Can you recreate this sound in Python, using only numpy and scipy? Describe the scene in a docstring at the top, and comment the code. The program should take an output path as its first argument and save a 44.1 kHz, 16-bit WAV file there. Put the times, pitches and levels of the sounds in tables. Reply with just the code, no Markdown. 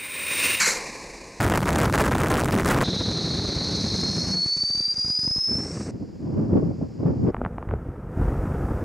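"""A steam-rocket trike on a race track, heard from five places in turn.
First its turbulent jet roars past the trackside. From 1.4 s fast airflow batters and overloads a microphone
by the front wheel. From 2.8 s, at the rear, the wake thumps while a hissing nozzle resonance locks into a
whistle that rises and fades as the tank empties. From 5.9 s gusts hit a standing microphone, with steam
far off. From 7.3 s the trike coasts slowly, with gentler wind, faint tyre hiss and sharp pops."""
import sys
import numpy as np
from scipy import signal
from scipy.fft import rfft, irfft
from scipy.io import wavfile

SR = 44100
rng = np.random.default_rng(int(sys.argv[2]) if len(sys.argv) > 2 else 0)


def pcm_store(signal):
    """Save signal as 16-bit PCM."""
    levels = np.round(np.clip(np.atleast_2d(signal), -1, 1) * 32767)
    wavfile.write(sys.argv[1], SR, levels.astype(np.int16).T)


N = 389844
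T = np.arange(N) / SR
HZ = np.fft.rfftfreq(N, 1 / SR)
BURST_T = np.arange(-512, 513) / SR  # time about the centre of a short burst [s]
CALM_FROM_S, CALM_FALL_S = 4.3, 0.24  # the wake leaves the rear microphone


def jet_fly_by(first_abreast_s=0.47, second_abreast_s=0.645, echo_s=0.00285, ground_echo_s=0.00072,
               beam_s=0.664, beam_width_s=0.09936):
    """Spherical spreading: jet noise swells and fades past two microphones; reflections comb it."""
    # Spectra of the jet's roar and hiss, coming, passing and leaving: (frequency [Hz], level [dB])
    coming_spectrum = [(29, -65.5), (50, -32.5), (76, -14), (217, -14.5), (291, -13.5), (359, -16),
                       (569, -9), (687, -24.5), (1020, -13), (1300, -17.5), (1560, -14), (2470, -3.5),
                       (3180, -16.5), (3750, -16.5), (7500, -22), (9750, -54), (16500, -120)]
    passing_hiss_spectrum = [(1760, -38.5), (3000, -47.5), (3590, -6), (4170, 9), (4850, 3), (5160, 2),
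                             (5840, 6), (7380, 6.5), (9320, -7.5), (10800, -4.5), (15500, -26)]
    passing_roar_spectrum = [(59, -91), (100, -38.5), (162, -10.5), (327, -25), (362, -15.5), (546, -22),
                             (731, -17), (1040, -6.5), (1810, -2.5), (3300, -14.5), (4290, -46),
                             (7260, -120)]
    leaving_spectrum = [(120, -45), (200, -7), (258, -12), (467, -5), (540, -4.5), (591, -13), (1070, -7),
                        (1380, -27.5), (1690, -14), (2420, -8.5), (3170, -33), (4160, -15.5), (6770, -17.5),
                        (9720, -28), (15000, -50.5)]
    # Background rumble at the trackside: (frequency [Hz], level [dB])
    trackside_spectrum = [(13, -39), (22, -9), (47, -1.5), (70, -15), (120, -12), (258, -10.5), (453, -9),
                          (700, -19), (910, -58.5), (1540, -120)]
    # Two bands of jet sizzle, plus a thin high fizz near 14.8 kHz, a digital mirror image of the
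    # 9 kHz band: (centre [Hz], width [Hz], level [dB])
    treble_bands = [(3750, 190, -5.5), (8980, 1020, 1.5), (14800, 600, -3.5)]
    # The howl rises on the way in and drops abreast: (time [s], centre [Hz])
    howl_path = [(0, 2254), (.3, 2500), (.59, 2796), (.61, 2247), (.8, 2059)]
    # Brief flares of the jet: (time [s], half length [s], gain [dB])
    flares = [(0.316, .014, 2), (0.454, 0.01, 3), (.61, .018, 5.5), (0.677, 0.024, 3)]
    first = nearness(first_abreast_s, distance_m=6.84)
    second = nearness(second_abreast_s, distance_m=3.3)
    howl = band(np.interp(T, *np.transpose(howl_path)), 260)
    roar = noise(coming_spectrum) + amp(-4) * howl
    roar = filtered(roar, 1 + 0.26 * np.exp(-2j * np.pi * HZ * echo_s))
    dull = filtered(roar, 1 / (1 + (HZ / 4500) ** 4))
    roar = dull + (0.39 + first) * (roar - dull)  # it brightens as it nears
    treble = sum(amp(db) * band(hz, width) for hz, width, db in treble_bands)
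    coming_gain = amp(-24.5 - 5 * ramp(0.55, 0.05)) * first ** 0.94
    coming = coming_gain * (unit_rms(roar) + amp(-3) * unit_rms(treble))
    hiss = noise(passing_hiss_spectrum)
    hiss = unit_rms(hiss + 0.45 * np.interp(T - ground_echo_s * second, T, hiss))
    beam = 1 / (1 + ((T - beam_s) / beam_width_s) ** 4)  # the hiss sweeps over the second microphone
    close_roar = unit_rms(noise(passing_roar_spectrum) + amp(-1) * howl)
    passing = amp(-23) * beam * hiss + amp(-24) * second * close_roar
    leaving = amp(-23) * second ** 0.94 * noise(leaving_spectrum)
    away = ramp(0.66, 0.17)
    going = np.sqrt(1 - away) * passing + np.sqrt(away) * leaving
    going += amp(-46.5) * noise(trackside_spectrum)
    swirl = amp(surge_db(flares) + 0.98 * wander(60))
    return swirl * (coming * during(-1, 0.6) + going * during(0.6, 1.402))


def nozzle(eddies, catch_s=3.963, lock_s=4.36, break_s=4.947, fade_s=5.435, unlock_s=5.56,
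           catch_hz=4187, rise_hz_per_s=405, bend_hz_per_s2=185, jitter_hz=24):
    """Flow-excited resonance: a broad hiss locks into a whistle that climbs as the tank empties."""
    # Turbulent hiss of the steam jet: (frequency [Hz], level [dB])
    steam_spectrum = [(1200, -13.5), (2400, -11.5), (3100, -22.5), (3800, -11.5), (5000, 1.5), (6400, -1),
                      (7400, -18.5), (8800, -16.5), (11000, -27), (14000, -39.5), (16000, -58)]
    age = T - catch_s
    pitch = catch_hz + rise_hz_per_s * age + bend_hz_per_s2 * age ** 2 + 8 * wander(10)
    building, caught = ramp(3.55, 0.45), ramp(catch_s, 0.03)
    locked, frayed = ramp(lock_s - 0.03, 0.043), ramp(unlock_s, 0.18)
    # The whistle breaks off once, then weakens as the pressure runs out.
    strength = amp(-16 * swell(break_s, 0.014) - 150 * np.clip(T - fade_s, 0, 1) ** 2)
    # Each wake eddy upsets the tone and spills steam.
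    shaken = np.minimum(sum(swell(s, 0.0048) for s, _ in eddies), 1)
    jitter = jitter_hz * (1 + 1.33 * shaken + 2 * frayed) * wander(150)
    phase = 2 * np.pi * np.cumsum(pitch + jitter) / SR
    tone = unit_rms(np.sin(phase) * amp(2.5 * wander(99))) * (1 - 0.38 * shaken)
    tone = (1 - frayed) * tone + amp(-6) * np.sqrt(frayed * (1 - frayed / 2)) * band(pitch, 170)
    octave = amp(-32) * locked * (1 - frayed) * band(2 * pitch, 190)
    stutter_db = (1 - locked) * (-7 + 4 * np.tanh(wander(25)))
    whistle = caught * amp(-24 + stutter_db) * (tone + octave)
    settling_hz = 4230 - 340 * np.exp(-np.maximum(T - 2.84, 0) / 0.3)
    hiss_hz = settling_hz + caught * np.maximum(pitch - settling_hz, 0)  # it follows the whistle up
    hiss = amp(-31 - 13 * ramp(catch_s, 0.46)) * band(hiss_hz, 520)
    upper_resonance = amp(-40.5) * building * (1 - locked) * band(1.24 * pitch, 200)
    # The steam builds, yields to the locked tone, then drains away.
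    steam_db = -40 + 3.5 * building - 5.5 * locked - 3.5 * np.maximum(T - lock_s, 0)
    steam = amp(steam_db + 1.4 * wander(60) + 4.4 * shaken) * noise(steam_spectrum)
    sputter = amp(-51) * ramp(fade_s, 0.25) * band(7950, 1325)
    exhaust = amp(-6 * ramp(5.83, 0.08)) * (steam + sputter)
    return (strength * (whistle + hiss) + upper_resonance + exhaust) * during(2.838, 5.91)


def fast_wind(bursts_per_s=240, burst_s=0.00057, ceiling=0.24):
    """Flow separation: air tears off the front microphone in millisecond bursts and saturates it."""
    # Spectra of the fast wind and of its crackle: (frequency [Hz], level [dB])
    wind_spectrum = [(12, -45), (20, -15), (54, 0), (102, 2.5), (157, 2), (372, -6), (417, -7.5),
                     (572, -10), (1350, -11.5), (1950, -18), (4020, -38), (4500, -55), (5850, -65),
                     (9900, -120)]
    crackle_spectrum = [(1760, -28), (3000, -6.5), (4050, -7), (8760, -7.5), (15100, -17.5), (16000, -13)]
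    # Surges of the wind: (time [s], half length [s], gain [dB])
    surges = [(1.47, .045, 2.5), (1.76, .05, 1.5), (1.99, .05, 2), (2.705, .04, 4.5), (2.8, .03, 2)]
    # The flow stalls, then slaps the microphone: (time [s], relative peak [dB], lull before it [s])
    slaps = [(1.404, -22, .004), (1.5, -11, 0.015), (1.539, -13, .012), (1.576, -8.5, .016),
             (1.633, -18, 0.049), (1.657, -22, .02), (1.94, -9, .05), (1.979, -14, .012), (2.116, -12, .02),
             (2.153, -12, .014), (2.201, -19, 0.034), (2.235, -10, .016), (2.458, -14, .03),
             (2.486, -19, .02), (2.529, -17, .025), (2.658, -17, 0.034)]
    rumble, flutter = split(noise(wind_spectrum), 450)
    fizz = noise(crackle_spectrum)
    extra_db = surge_db(surges)
    stalled = np.minimum(sum(swell(s - lull_s / 2, lull_s / 2) for s, _, lull_s in slaps), 1)
    flow = 1 - 0.8 * stalled
    rate = bursts_per_s * flow * amp(extra_db + 4.5 * wander(50))
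    shed = np.floor(np.cumsum(rate * amp(4 * wander(400))) / SR)  # eddies break away unevenly
    clicks = np.diff(shed, prepend=0) * rng.uniform(0.21, 1, N) ** 2
    bursts = np.sqrt(abs(signal.oaconvolve(clicks, np.exp(-2 * (BURST_T / burst_s) ** 2), "same")))
    bursts /= np.std(bursts[round(1.5 * SR):round(2.8 * SR)]) * np.sqrt(2)
    tearing = amp(-24.8 + extra_db / 2) * flutter * (0.28 * flow + bursts)
    crackle = amp(-37.5 + extra_db / 2) * fizz * (0.3 + 0.56 * bursts ** 2)
    pressure = amp(-22) * rumble * (0.64 + 0.34 * flow) + tearing + crackle
    slap = flutter + amp(-14.5) * fizz
    for s, db, _ in slaps:
        add_burst(pressure, s, amp(db + 3) * snap(slap, s, 0.0013))
    return ceiling * np.tanh(pressure / ceiling) * during(1.401, 2.838)


def wake_eddies(weak_count=9, weak_db=-32, scatter_db=4.5, span_s=0.53):
    """Intermittency: the thinning wake arrives as single eddies, loud ones and weak random ones."""
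    # The loudest eddies at the rear microphone: (time [s], relative peak [dB])
    loud_eddies = [(4.463, -22.5), (4.57, -29), (4.638, -28), (4.779, -31), (4.983, -29.5), (5.05, -25.5),
                   (5.084, -30), (5.104, -26), (5.193, -29), (5.237, -29), (5.252, -30), (5.279, -20.5),
                   (5.311, -25), (5.364, -26), (5.385, -24)]
    place, size = rng.random((weak_count, 2)).T
    times = CALM_FROM_S + CALM_FALL_S + span_s * (np.arange(weak_count) + place) / weak_count
    return loud_eddies + list(zip(times, weak_db + scatter_db * (2 * size - 1)))


def rear_wind(eddies, calm_until_s=5.455, thump_hz=150, drone_hz=180):
    """Wake turbulence buffets the rear microphone, thinning for a second to separate thumps."""
    # Pressure of the wake on the microphone: (frequency [Hz], level [dB])
    wake_spectrum = [(12, -65), (20, -33), (39, -36.5), (57, -8), (107, -1.5), (135, -6), (170, -2),
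                     (484, -13.5), (801, -17.5), (2240, -25.5), (3000, -35.5), (3900, -69.5), (6600, -120)]
    gone, back = ramp(CALM_FROM_S, CALM_FALL_S), ramp(calm_until_s, 0.036)
    rumble_gain = amp(-28 * (1 - gone) - 60 * (gone - back) - 31 * back)
    flutter_gain = amp(-40 * (1 - gone) - 59 * (gone - back) - 45.5 * back)
    out = wind((rumble_gain, flutter_gain), wake_spectrum, split_hz=403, eddy_hz=49.8, swing_db=(3, 3.5))
    droning = ramp(3.59, 0.43) * (1 - gone) ** 2  # for a while the frame sheds its eddies regularly
    out = out * (1 - 0.24 * droning) + amp(-32) * droning * band(drone_hz, 35)
    puff = band(290, 1200)
    for s, db in eddies:
        swing = flap(thump_hz * rng.uniform(0.7, 1.3), fall_s=0.0055, width_s=0.0046)
        add_burst(out, s, amp(db - 1.5) * (swing + amp(-8) * snap(puff, s, 0.0029)))
    return out * during(2.838, 5.91)


def standing_gusts(blast_s=0.00599):
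    """Partial coherence: gusts reach a standing microphone's two ports unequally; steam hisses far off."""
    # Gusts: (time [s], half length [s], rumble level [dB], flutter level [dB])
    gusts = [(5.94, .025, -34.5, -46), (6.025, 0.02, -31, -42), (6.235, 0.019, -29, -41),
             (6.31, 0.05, -30.5, -36), (6.375, .018, -23, -31), (6.44, 0.033, -24.5, -30),
             (6.56, 0.041, -19.5, -27), (6.66, 0.062, -25, -34), (6.83, .028, -29.5, -37.5),
             (7.08, 0.048, -22, -27.5), (7.22, 0.037, -24, -34.5), (7.28, 0.024, -28.5, -25.5)]
    # Their hardest shoves: (time [s], relative peak [dB])
    blasts = [(6.552, -6.5), (6.569, -14), (6.624, -12), (6.811, -20), (7.055, -16), (7.279, -9.5)]
    # Spectra of the gusts and of the distant steam: (frequency [Hz], level [dB])
    gust_spectrum = [(12, -60), (20, -44), (75, -5), (123, 1.5), (174, -2.5), (256, -5.5), (534, -19.5),
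                     (621, -23.5), (1140, -35.5), (1440, -44), (3500, -66.5), (4550, -90), (7700, -120)]
    far_steam_spectrum = [(1470, -11), (2500, -15.5), (3740, -24.5), (4960, -7), (6070, -19.5),
                          (7010, -16.5), (7860, -25.5), (8580, -31.5), (13200, -37.5), (14000, -35)]
    gains = gust_gains(gusts, rumble_db=-41, flutter_db=-48)
    mid, side = (wind(gains, gust_spectrum, split_hz=304, eddy_hz=40.4, swing_db=(2.6, 3))
                 for _ in range(2))
    side = filtered(side, HZ ** 2 / (HZ ** 2 + 140 ** 2) / (1 + (HZ / 2500) ** 2))
    shove = band(310, 340)
    for s, db in blasts:
        add_burst(mid, s + blast_s, amp(db - 4) * snap(shove, s, blast_s))
        add_burst(side, s + blast_s, amp(db - 4) * 0.7 * snap(shove, s - 1, blast_s))
    ports = np.array([mid + 0.9 * side, mid - 0.9 * side])
    return (ports + amp(-62) * noise(far_steam_spectrum)) * during(5.91, 7.31)


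def coasting(step_s=8.08):
    """Turbulence at low speed: gentler wind by the front wheel, faint tyre hiss and sharp pops."""
    # Gusts: (time [s], half length [s], rumble level [dB], flutter level [dB])
    gusts = [(7.44, 0.048, -30, -57), (7.73, .022, -25, -45.5), (8.24, 0.048, -23.5, -41)]
    # Spectra of the slow wind and of the tyre hiss: (frequency [Hz], level [dB])
    wind_spectrum = [(12, -46), (20, -30), (47, 1), (76, 0.5), (262, -10), (408, -17), (498, -17.5),
                     (581, -23), (742, -22.5), (1130, -28.5), (1290, -25.5), (4000, -61), (5200, -95),
                     (8800, -120)]
    tyre_spectrum = [(2060, -33), (3500, -6), (4810, 4.5), (8690, 3.5), (14600, -1), (16000, -5)]
    # Pops on the front microphone: (time [s], relative peak [dB], centre [Hz])
    pops = [(7.3463, -16, 920), (7.368, -22, 930), (7.417, -13, 499), (7.442, -33, 1030),
            (7.451, -18, 1096), (7.463, -18, 880), (7.584, -19.5, 890), (7.628, -24, 910),
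            (7.691, -28, 1050), (7.712, -22, 970), (7.739, -16, 400)]
    step = ramp(step_s, 0.14)  # wind and hiss step up together
    gains = gust_gains(gusts, rumble_db=-34 + 8 * step, flutter_db=-49 + 9.5 * step)
    out = wind(gains, wind_spectrum, split_hz=510, eddy_hz=91, swing_db=(3, 1.3))
    out += amp(-74.5 + 12 * step) * noise(tyre_spectrum)
    crack = noise([(200, 15), (1500, 4), (2300, -10), (3400, -37), (8000, -45)])
    thud = amp(-7) * np.exp(-(BURST_T / 0.0012) ** 2)
    for s, db, hz in pops:
        knock = flap(hz, fall_s=0.0014, width_s=0.00098)
        add_burst(out, s, amp(db - 2) * (knock + thud + amp(-5) * snap(crack, s, 0.0014)))
    return out * during(7.31, 10)


def wind(gains, spectrum, split_hz, eddy_hz, swing_db):
    """Amplitude modulation by eddies; gains and swing_db are pairs for (rumble, flutter above it)."""
    rumble, flutter = split(noise(spectrum), split_hz)
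    eddies = np.tanh(wander(eddy_hz) / 2) * 2
    rumble = unit_rms(rumble * amp(swing_db[0] * eddies))
    flutter = unit_rms(flutter * amp(swing_db[1] * eddies))
    return gains[0] * rumble + gains[1] * flutter


def gust_gains(gusts, rumble_db, flutter_db):
    """Incoherent addition: gusts add their power to a wind, giving the gains of rumble and flutter."""
    rumble, flutter = amp(rumble_db) ** 2, amp(flutter_db) ** 2
    for s, width_s, low_db, high_db in gusts:
        gust = swell(s, width_s)
        rumble = rumble + gust * amp(low_db) ** 2
        flutter = flutter + gust * amp(high_db) ** 2
    return np.sqrt(rumble), np.sqrt(flutter)


def flap(hz, fall_s, width_s):
    """An eddy crossing a microphone: a short pressure swing of zero mean that falls in pitch."""
    pitch = hz * np.exp(np.minimum(-BURST_T / fall_s, 2))
    envelope = np.exp(-(BURST_T / width_s) ** 2)
    swing = np.sin(2 * np.pi * (np.cumsum(pitch) / SR + rng.random()))
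    return envelope * (swing - np.average(swing, weights=envelope))


def snap(source, s, width_s):
    """Gaussian windowing: a short burst of a noise, with a peak of 1."""
    burst = source[round(s * SR):][:len(BURST_T)] * np.exp(-(BURST_T / width_s) ** 2)
    return burst / abs(burst).max()


def nearness(abreast_s, distance_m, speed_m_per_s=67):
    """Inverse-distance law: the gain of a passing source, 1 at its closest."""
    return distance_m / np.hypot(distance_m, speed_m_per_s * (T - abreast_s))


def band(hz, width_hz):
    """Narrow-band noise of rms 1; frequency shifting lets its centre follow a curve."""
    centre = np.mean(hz)
    skirt = 1 / (1 + ((HZ - centre) / width_hz) ** 2) ** 2
    if np.ndim(hz) == 0:
        return gaussian_noise(skirt)
    still = np.fft.ifft(skirt * np.exp(2j * np.pi * rng.random(len(HZ))), N)
    return unit_rms((still * np.exp(2j * np.pi * np.cumsum(hz - centre) / SR)).real)


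def noise(spectrum):
    """Spectral shaping: noise of rms 1 from (frequency [Hz], level [dB]), falling beyond the ends."""
    hz, db = np.transpose(spectrum)
    f = HZ[HZ < 2 * hz[-1]]
    gain = amp(np.interp(np.log(f + 1), np.log(hz), db)) / np.maximum(f / hz[-1], 1) ** 4
    return gaussian_noise(gain * np.minimum(f / hz[0], 1) ** 2)


def gaussian_noise(gain):
    """Fourier synthesis: noise of rms 1 with the given gain in its lowest frequency bins."""
    bins = rng.standard_normal(len(gain)) + 1j * rng.standard_normal(len(gain))
    return unit_rms(irfft(gain * bins, N))


def wander(rate_hz, size=16384):
    """Band-limited random motion of rms 1, up to about the given rate, without slow drift."""
    f = HZ[:size // 2 + 1]
    gain = np.exp(-(f / rate_hz) ** 2) * f / (f + rate_hz / 10)
    slow = unit_rms(irfft(gain * np.exp(2j * np.pi * rng.random(len(f))), size))
    return np.interp(T, np.linspace(0, T[-1], size), slow)


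def split(x, hz):
    """Crossover: the parts of a sound under and over a frequency, each of rms 1."""
    low_power = 1 / (1 + (HZ / hz) ** 8)
    return unit_rms(filtered(x, np.sqrt(low_power))), unit_rms(filtered(x, np.sqrt(1 - low_power)))


def filtered(x, gain):
    """Linear filtering by a gain for each frequency."""
    return irfft(rfft(x) * gain, N)


def surge_db(rows):
    """Summed level of brief surges, from (time [s], half length [s], gain [dB])."""
    return sum(db * swell(s, width_s) for s, width_s, db in rows)


def swell(s, width_s):
    """Gaussian pulse of height 1 around time s."""
    out = np.zeros(N)
    near = slice(*np.searchsorted(T, [s - 5 * width_s, s + 5 * width_s]))
    out[near] = np.exp(-((T[near] - s) / width_s) ** 2)
    return out


def ramp(start_s, length_s):
    """Linear rise from 0 to 1."""
    return np.clip((T - start_s) / length_s, 0, 1)


def during(start_s, end_s, fade_s=0.006):
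    """Gate: 1 while a microphone is heard, with quick fades."""
    return np.clip((T - start_s) / fade_s + 0.5, 0, 1) * np.clip((end_s - T) / fade_s + 0.5, 0, 1)


def add_burst(mix, s, burst):
    """Superposition: mixes in a burst centred on time s."""
    part = mix[max(round((s + BURST_T[0]) * SR), 0):][:len(burst)]
    part += burst[:len(part)]


def amp(db):
    """Decibels to gain."""
    return 10 ** (np.asarray(db) / 20)


def unit_rms(x):
    """Scales to an rms of 1."""
    return x / np.sqrt(np.mean(x ** 2) + 1e-20)


def scene():
    """The five places follow one another; only the standing microphone is stereo."""
    eddies = wake_eddies()
    return jet_fly_by() + fast_wind() + nozzle(eddies) + rear_wind(eddies) + standing_gusts() + coasting()


def record(dry, cutoff_hz=15800):
    """Band limiting: a steep low-pass removes the highest treble."""
    low_pass = signal.firwin(511, cutoff_hz, window=("kaiser", 9), fs=SR)
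    return signal.oaconvolve(dry, low_pass[None], "same")


dry = scene()
out = record(dry)
pcm_store(out)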